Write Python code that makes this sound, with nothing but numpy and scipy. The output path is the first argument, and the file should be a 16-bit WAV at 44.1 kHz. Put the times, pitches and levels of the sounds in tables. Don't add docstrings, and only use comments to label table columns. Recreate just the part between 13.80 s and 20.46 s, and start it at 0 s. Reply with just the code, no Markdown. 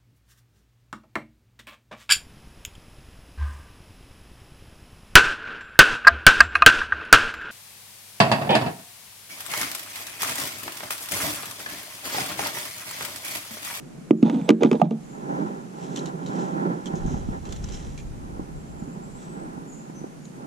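import sys
import numpy as np
from scipy import signal
from scipy.fft import rfft, irfft
from scipy.io import wavfile
from scipy.ndimage import uniform_filter1d, minimum_filter1d

SR = 44100
rng = np.random.default_rng(int(sys.argv[2]) if len(sys.argv) > 2 else 0)


def to_wav(sig):
    pcm = np.clip(np.atleast_2d(sig), -1, 1) * 32767
    pcm = np.round(pcm).astype(np.int16)
    wavfile.write(sys.argv[1], SR, pcm.T)


N = 293706
TIME = np.arange(N) / SR


def from_db(db):
    return 10 ** (np.asarray(db) / 20)


def rms_one(x):
    return x / np.sqrt(np.mean(x ** 2) + 1e-20)


def cut(x, hz, kind, order=2):
    return signal.sosfilt(signal.butter(order, min(hz, .45 * SR), kind, fs=SR, output="sos"), x + 1e-18)


def drift(hz):
    knots = rng.standard_normal(int(2 * hz * N / SR) + 2)
    return rms_one(np.interp(TIME * 2 * hz, np.arange(len(knots)), knots))


def resonate(x, hz, width_hz):
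    radius = np.exp(-np.pi * width_hz / SR)
    feedback = [1, -2 * radius * np.cos(2 * np.pi * hz / SR), radius ** 2]
    return signal.lfilter(np.array([1, 0, -1]) * (1 - radius ** 2) / 2, feedback, x + 1e-18)


def body(x, modes):
    return sum((-1) ** k * from_db(db) * resonate(x, hz, width)
               for k, (hz, width, db) in enumerate(modes))


def slips(per_s, spread_db):
    sizes = from_db(spread_db * np.minimum(rng.exponential(1, N), 4)) * rng.choice([-1, 1], N)
    return rms_one(sizes * (rng.random(N) < per_s / SR))


def noise(spectrum):
    hz, db = np.transpose(spectrum)
    shape = from_db(np.interp(np.log(np.fft.rfftfreq(N, 1 / SR) + 1), np.log(hz), db, right=-120))
    return rms_one(irfft(rfft(rng.standard_normal((2, N))) * shape, N))


def swells(rows, steepness):
    power = sum(from_db(2 * db) * np.exp(-np.abs(2 * (TIME - middle) / length) ** steepness) ** 2
                for middle, length, db in rows)
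    return np.sqrt(power + 1e-20)


def flex(t, hz, rise_cycles):
    age = t * hz / rise_cycles
    return -age * np.exp(1 - age) * np.sin(2 * np.pi * hz * t)


def reverberate(x, decay_s):
    tail = rng.standard_normal((2, SR // 2)) * np.exp(-TIME[:SR // 2] / decay_s)
    return signal.fftconvolve(x[None], tail / np.linalg.norm(tail[0]), axes=1)[:, :N]


def spread(pair, side):
    return (pair[0] + side * pair[1] * np.array([[1], [-1]])) / np.sqrt(1 + side ** 2)


def through_mount(x, hz, width_hz, depth, left_db):
    return np.array([from_db(left_db) * (x - depth * resonate(x, hz, width_hz)), x])


# frequency in Hz, relative spectral density in dB.
SHORE_SPECTRUM = [(15, -56.5), (25, -6), (103, -24.5), (137, 0.5), (225, -2), (257, -6), (390, -13.5),
                  (731, -22.5), (791, -23.5), (975, -26.5), (1440, -28.5), (1690, -30.5), (2570, -33),
                  (3510, -38), (13000, -38)]

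def shore(port_hz=6700, port_width_hz=1700, port_db=-7, level_db=-39.66):
    mid, side = noise(SHORE_SPECTRUM)
    murmur = spread([mid, cut(side, 230, "high", order=1)], side=1)
    murmur = murmur + from_db(port_db) * resonate(murmur, port_hz, port_width_hz)
    murmur = cut(cut(murmur, 55, "high", order=1), 10300, "low")
    return from_db(level_db) * murmur * from_db([[-.4], [.4]])


# start in seconds, length in seconds, relative level in dB.
CALLS = [(.365, .07, -50), (4.193, 0.047, -45), (6.413, .06, -46), (6.448, .013, -37.5)]
# start in seconds, relative level in dB.
SONGS = [(1.209, -49.5), (5.865, -41.5)]
# start and length in seconds, first and last pitch in Hz,
# relative level in dB.
TWITTERS = [(0.502, 0.23, 8050, 7900, -55), (4.755, 0.42, 7350, 7100, -50.5),
            (5.199, 0.42, 7450, 8020, -50), (5.252, .36, 8000, 8200, -51.5)]

def birds(note_s=.077, step_s=.11, scatter_hz=250, slur_hz=300, direct_db=-10, echo_db=-12):
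    waver = drift(400)
    chances = rng.uniform(-1, 1, (len(TWITTERS), 20, 2))
    song = np.zeros(N)

    def note(start, length, from_hz, to_hz, db, buzz_hz=120):
        span = slice(int(start * SR), int((start + length) * SR))
        along = np.linspace(0, 1, len(song[span]))
        hz = from_hz + (to_hz - from_hz) * along + buzz_hz * waver[span]
        envelope = from_db(db) * np.sqrt(np.abs(np.sin(np.pi * along)))
        song[span] += envelope * np.sin(2 * np.pi * np.cumsum(hz) / SR)

    for start, length, db in CALLS:
        note(start, length, 7250, 6350, db)
    for start, db in SONGS:
        note(start, .18, 7100, 7100, db, buzz_hz=280)
        note(start + .275, .073, 6100, 6100, db - 1, buzz_hz=85)
    for (start, length, first_hz, last_hz, db), draws in zip(TWITTERS, chances):
        for t, (turn, scatter) in zip(np.arange(0, length, step_s), draws):
            hz = first_hz + (last_hz - first_hz) * t / length + scatter_hz * scatter
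            slur = slur_hz * np.sign(turn + .5)
            note(start + t, note_s, hz - slur, hz + slur, db)
    song *= from_db(3.5 * drift(40))
    return from_db(direct_db) * song + from_db(echo_db) * reverberate(song, decay_s=.09)


# time in seconds, relative level in dB.
GUST_LEVELS = [(2.9, -78), (3.27, -30), (3.45, -38), (3.64, -36.5), (4.9, -44), (5.14, -54), (5.76, -52),
               (6.0, -71)]
# frequency in Hz, relative spectral density in dB.
WIND_SPECTRUM = [(11, -21), (18, -6), (49, -4.5), (146, -12.5), (173, -17.5), (199, -40), (300, -19),
                 (390, -41), (660, -120)]

def wind(gain_db=3, lull_db=3, fade_s=.1):
    times, levels = np.transpose(GUST_LEVELS)
    gust_db = np.interp(TIME, np.r_[times[0] - fade_s, times, times[-1] + fade_s],
                        np.r_[-100, levels, -100])
    lulls = from_db(-lull_db * np.maximum(drift(9), 0))
    rumble = cut(spread(noise(WIND_SPECTRUM), side=.78), 230, "low")
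    lumps = from_db(1.1 * drift(27))
    return from_db(gust_db + gain_db) * rms_one(rumble * lumps * lulls)


# middle and length in seconds, relative level in dB.
SLIDES = [(1.6, 0.62, -53), (2.04, 0.12, -45), (2.19, 0.15, -42), (2.6, 0.27, -43), (3.3, 1, -50.5),
          (3.95, 0.3, -42.5), (5.43, 0.16, -50)]
# start in seconds, relative level in dB, length in seconds, squeak pitch in Hz.
PULLS = [(2.160, -40, 0.0096, 3520), (2.172, -41.5, 0.014, 3240), (2.19, -45.5, .012, 3940),
         (2.2575, -43, 0.0079, 3780), (2.271, -50.5, 0.024, 3630), (2.462, -50, 0.034, 3780),
         (3.058, -45.5, 0.03, 3200), (3.155, -51.5, 0.04, 6400), (3.262, -53, 0.14, 6300),
         (3.653, -53, .03, 2700), (3.691, -52.5, 0.1, 3450), (3.724, -43, 0.0093, 3540),
         (3.762, -56, .011, 3900), (3.841, -47.5, 0.0095, 5500), (3.887, -48, .009, 4760),
         (3.921, -48.5, 0.048, 5470), (3.991, -62, 0.039, 1900), (4.177, -51.5, 0.037, 2310),
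         (6.454, -55.5, 0.0033, 4240)]
# frequency and bandwidth in Hz, gain in dB.
FIBRE_MODES = [(1700, 1300, -5.5), (2840, 230, -0.5), (3110, 260, -1), (3590, 380, -2.5), (3970, 160, 0),
               (4900, 1000, -5.5), (5800, 860, -0.5), (7400, 810, -2.5), (9800, 540, -15)]

def rope(squeak_db=-3, snap_db=3, snap_s=.004, post_hz=1100, tap_db=2.5, tap_s=.0043):
    steady = rms_one(body(np.array([slips(5500, 2.1), slips(6000, 3.2)]), FIBRE_MODES))
    catches = np.array([slips(5000, .8), slips(3700, 2.5)]) * from_db(drift(70))
    rasp = rms_one(body(catches, FIBRE_MODES))
    post = rms_one(cut(resonate(catches, post_hz, width_hz=630), 2 * post_hz, "low"))
    lone_snaps = rms_one(body(np.array([slips(260, 2.5) for _ in range(2)]), FIBRE_MODES))
    sound = swells(SLIDES, steepness=1.04) * (from_db(-6.5) * steady + from_db(-10) * lone_snaps)
    for start, db, length, hz in PULLS:
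        span = slice(int(start * SR), int((start + 2 * length) * SR))
        t = TIME[span] - TIME[span][0]
        envelope = (1 + from_db(snap_db) * np.exp(-t / snap_s)) * np.exp(-(t / length) ** 4)
        squeak = from_db(squeak_db) * rms_one(resonate(catches[:, span], hz, width_hz=220))
        tap = from_db(tap_db) * np.exp(-t / tap_s) * post[:, span]
        sound[:, span] += from_db(db) * (envelope * (rms_one(rasp[:, span]) + squeak) + tap)
    return spread(sound, side=.54) * from_db([[-1], [.2]])


# middle and length in seconds, relative level in dB.
STROKES = [(1.58, 0.36, -25.5), (2.2, 0.52, -30), (2.62, 0.33, -24), (2.85, 0.26, -21.5), (3.13, 0.16, -27),
           (3.32, 0.26, -30), (3.54, 0.074, -29), (3.69, 0.11, -34), (3.95, 0.53, -40), (4.58, 0.42, -39),
           (5.1, 0.66, -40.5), (5.66, 0.55, -35), (6.17, 0.38, -41.5), (6.66, 0.18, -35)]
# frequency and bandwidth in Hz, gain in dB.
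RUMBLE_MODES = [(156.3, 40.7, 2.5), (201.7, 133, 0.5), (287.6, 98, 0), (379.6, 64, -5), (555, 152, -14)]
# frequency and bandwidth in Hz, gain in dB.
PAPERY_MODES = [(613, 60, -11.5), (798, 88, -3.5), (1027, 128, -10.5), (1339, 66, -11), (1700, 400, -21),
                (2300, 2300, -39)]

def jacket(folds_db=-12, rumble_db=-.57, friction_db=-34.5, reference_db=-26.5):
    effort = swells(STROKES, steepness=1.8)
    patches = np.array([slips(3500, 1.9) for _ in range(3)]) * from_db(1.47 * drift(22))
    cloth = rms_one(cut(body(patches, RUMBLE_MODES), 138.4, "high", order=8))
    rumble = through_mount(cloth[0], 794, 550, depth=2.53, left_db=-7) + from_db(folds_db) * cloth[1:]
    grains = np.array([slips(4000, 2.8), slips(4000, 2.8)]) * from_db(1.5 * drift(25))
    friction = spread(rms_one(body(grains, PAPERY_MODES)), side=3.65) * from_db([[-.8], [.8]])
    friction_gain = from_db(friction_db) * (effort / from_db(reference_db)) ** .88
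    return from_db(rumble_db) * effort * rumble + friction_gain * friction


# start in seconds, relative level in dB, pitch in Hz.
BUMPS = [(2.496, -21.5, 230), (3.137, -15, 193), (3.253, -14.5, 201), (3.276, -16.5, 179),
         (3.340, -16.5, 216), (3.486, -15, 216), (3.529, -26, 346), (4.594, -18.5, 299), (5.021, -20, 200),
         (5.076, -26, 260), (5.777, -24, 216), (6.097, -25, 257), (6.214, -23, 239), (6.241, -20, 332)]

def mount_bumps(tap_db=8, tap_s=.0038):
    thuds, tap_gain = np.zeros((2, N))
    for start, db, hz in BUMPS:
        t = np.clip(TIME - start, 0, .1)
        thuds += from_db(db) * flex(t, hz, rise_cycles=.5)
        tap_gain += from_db(db) * (t > 0) * np.exp(-t / tap_s)
    taps = from_db(tap_db) * cut(body(tap_gain * rng.standard_normal(N), PAPERY_MODES), 1400, "low")
    return through_mount(cut(thuds, 75, "high") + taps, 840, 550, depth=6.1, left_db=-8.5)


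# start and length in seconds, rasp and shudder gains in dB.
SCRAPES = [(0.424, 0.08, -28.5, -44), (.525, 0.05, -34, -19.5), (0.593, 0.1, -40, -44),
           (0.68, 0.0088, -27, -43), (0.806, 0.045, -22.5, -19), (0.919, 0.035, -30.5, -23.5),
           (0.995, 0.057, -28.5, -31), (1.109, 0.038, -44, -28.5)]
# frequency and bandwidth in Hz, gain in dB.
SCRAPE_MODES = [(449, 98, 6), (863, 133, 6), (970, 110, 3), (1320, 690, -17), (2400, 350, -20),
                (3560, 500, -21), (6470, 580, -32)]

def hull_scrapes(attack_s=.0045, release_s=.022, shudder_hz=239.4, wander_hz=44.8):
    rasp_gain, shudder_gain = np.zeros((2, N))
    for start, length, rasp_db, shudder_db in SCRAPES:
        attack = np.clip((TIME - start) / attack_s, 0, 1)
        pressure = attack * np.exp(-np.clip(TIME - start - length, 0, 1) / release_s)
        rasp_gain += from_db(rasp_db) * pressure
        shudder_gain += from_db(shudder_db) * pressure
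    rasp = rasp_gain * rms_one(body(slips(3000, 4.5) * from_db(2 * drift(45)), SCRAPE_MODES))
    phase = 2 * np.pi * np.cumsum(shudder_hz + wander_hz * drift(90)) / SR
    shudder = cut(shudder_gain * rms_one(np.sin(phase)), 150, "high", order=4)
    return through_mount(rasp + shudder, 840, 760, depth=1.34, left_db=-.85)


# start in seconds, thump gain in dB, pitch in Hz, crack gain in dB.
KNOCKS = [(0.3083, 6, 312, -15.5), (0.4276, -1, 266, -20.5), (0.461, -17.5, 229, -33),
          (0.4972, -17, 258, -20.5), (0.545, -20.5, 260, -34), (.613, -25, 195, -33), (0.691, 2.5, 463, 4),
          (0.6936, 2.5, 335, -21), (0.7036, 7, 292, -0.5), (.822, -7, 414, -24), (0.833, -8.5, 500, -6.5),
          (0.847, -5.5, 267, -21.5), (0.9136, -10.5, 392, -15.5), (.92, -14, 247, -41),
          (0.9293, -31, 412, -19), (.945, -15, 436, -56), (1.016, 4.5, 706, -9), (1.020, -3, 194.4, -39),
          (1.1087, -14, 216.4, -21), (1.112, -16.5, 427, -43)]
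# frequency in Hz, gain in dB, time to decay by 60 dB in seconds.
HULL_MODES = [(154.5, 12, 0.33), (176.6, 6.5, 0.33), (222.8, 8.5, 0.19), (251, -17, 0.54), (319, -4, 0.48),
              (370.5, 2.5, 0.25), (463.7, 4.5, 0.097), (607.4, 8, 0.12), (712, 7, 0.023), (823, 6.5, 0.074),
              (1200, 13, 0.041)]
# frequency and bandwidth in Hz, gain in dB.
CRACK_MODES = [(905, 240, 9), (1320, 416, 7), (2005, 320, 4.5), (2600, 960, 2.5), (3580, 1360, -3),
               (5030, 2500, -9.5), (6140, 880, -7), (7320, 1200, -19.5), (10900, 4000, -28.5)]

def hull_knocks(crack_s=.0018, rattle_s=.0098, rattle_db=-22, ring_db=1, wash_db=-15, sharp_db=2.5):
    thumps, cracks = np.zeros((2, N))
    t = TIME[:SR // 10]
    crack_decay = np.exp(-t / crack_s) + from_db(rattle_db) * np.exp(-t / rattle_s)
    rebound = from_db(-12.5) * flex(np.maximum(t - .023, 0), hz=301, rise_cycles=.9)
    for start, thump_db, hz, crack_db in KNOCKS:
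        span = slice(round(start * SR), round(start * SR) + len(t))
        thumps[span] += from_db(thump_db) * (flex(t, hz, rise_cycles=.9) + rebound)
        cracks[span] += from_db(crack_db) * rng.standard_normal(len(t)) * crack_decay
    drive = thumps + cracks
    ring = sum(from_db(db) * resonate(drive, hz, np.log(1000) / (np.pi * t60))
               for hz, db, t60 in HULL_MODES)
    wash = reverberate(cut(cut(drive, 380, "high"), 1100, "low"), decay_s=.06)[0]
    hollow = cut(thumps + from_db(ring_db) * ring + from_db(wash_db) * wash, 123, "high", order=6)
    sharp = from_db(sharp_db) * body(cracks, CRACK_MODES)
    return (through_mount(hollow, 560, 720, depth=.84, left_db=-.71)
            + through_mount(sharp, 1260, 600, depth=1.7, left_db=.2))


def scene():
    kayak = hull_knocks() + hull_scrapes()
    return kayak + mount_bumps() + jacket() + rope() + wind() + birds() + shore()


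def record(dry, threshold=.93, release_db_per_s=65, treble_hz=13000, cutoff_hz=14700):
    excess_db = np.maximum(20 * np.log10(np.abs(dry).max(axis=0) / threshold + 1e-9), 0)
    recovery_db = release_db_per_s * TIME
    held_db = np.maximum.accumulate(excess_db + recovery_db) - recovery_db
    gain_db = uniform_filter1d(minimum_filter1d(-held_db, size=89), size=89)
    softened = cut(dry * from_db(gain_db), treble_hz, "low", order=6)
    return signal.sosfilt(signal.ellip(10, .1, 80, cutoff_hz, fs=SR, output="sos"), softened)


dry = scene()
out = record(dry)
to_wav(out)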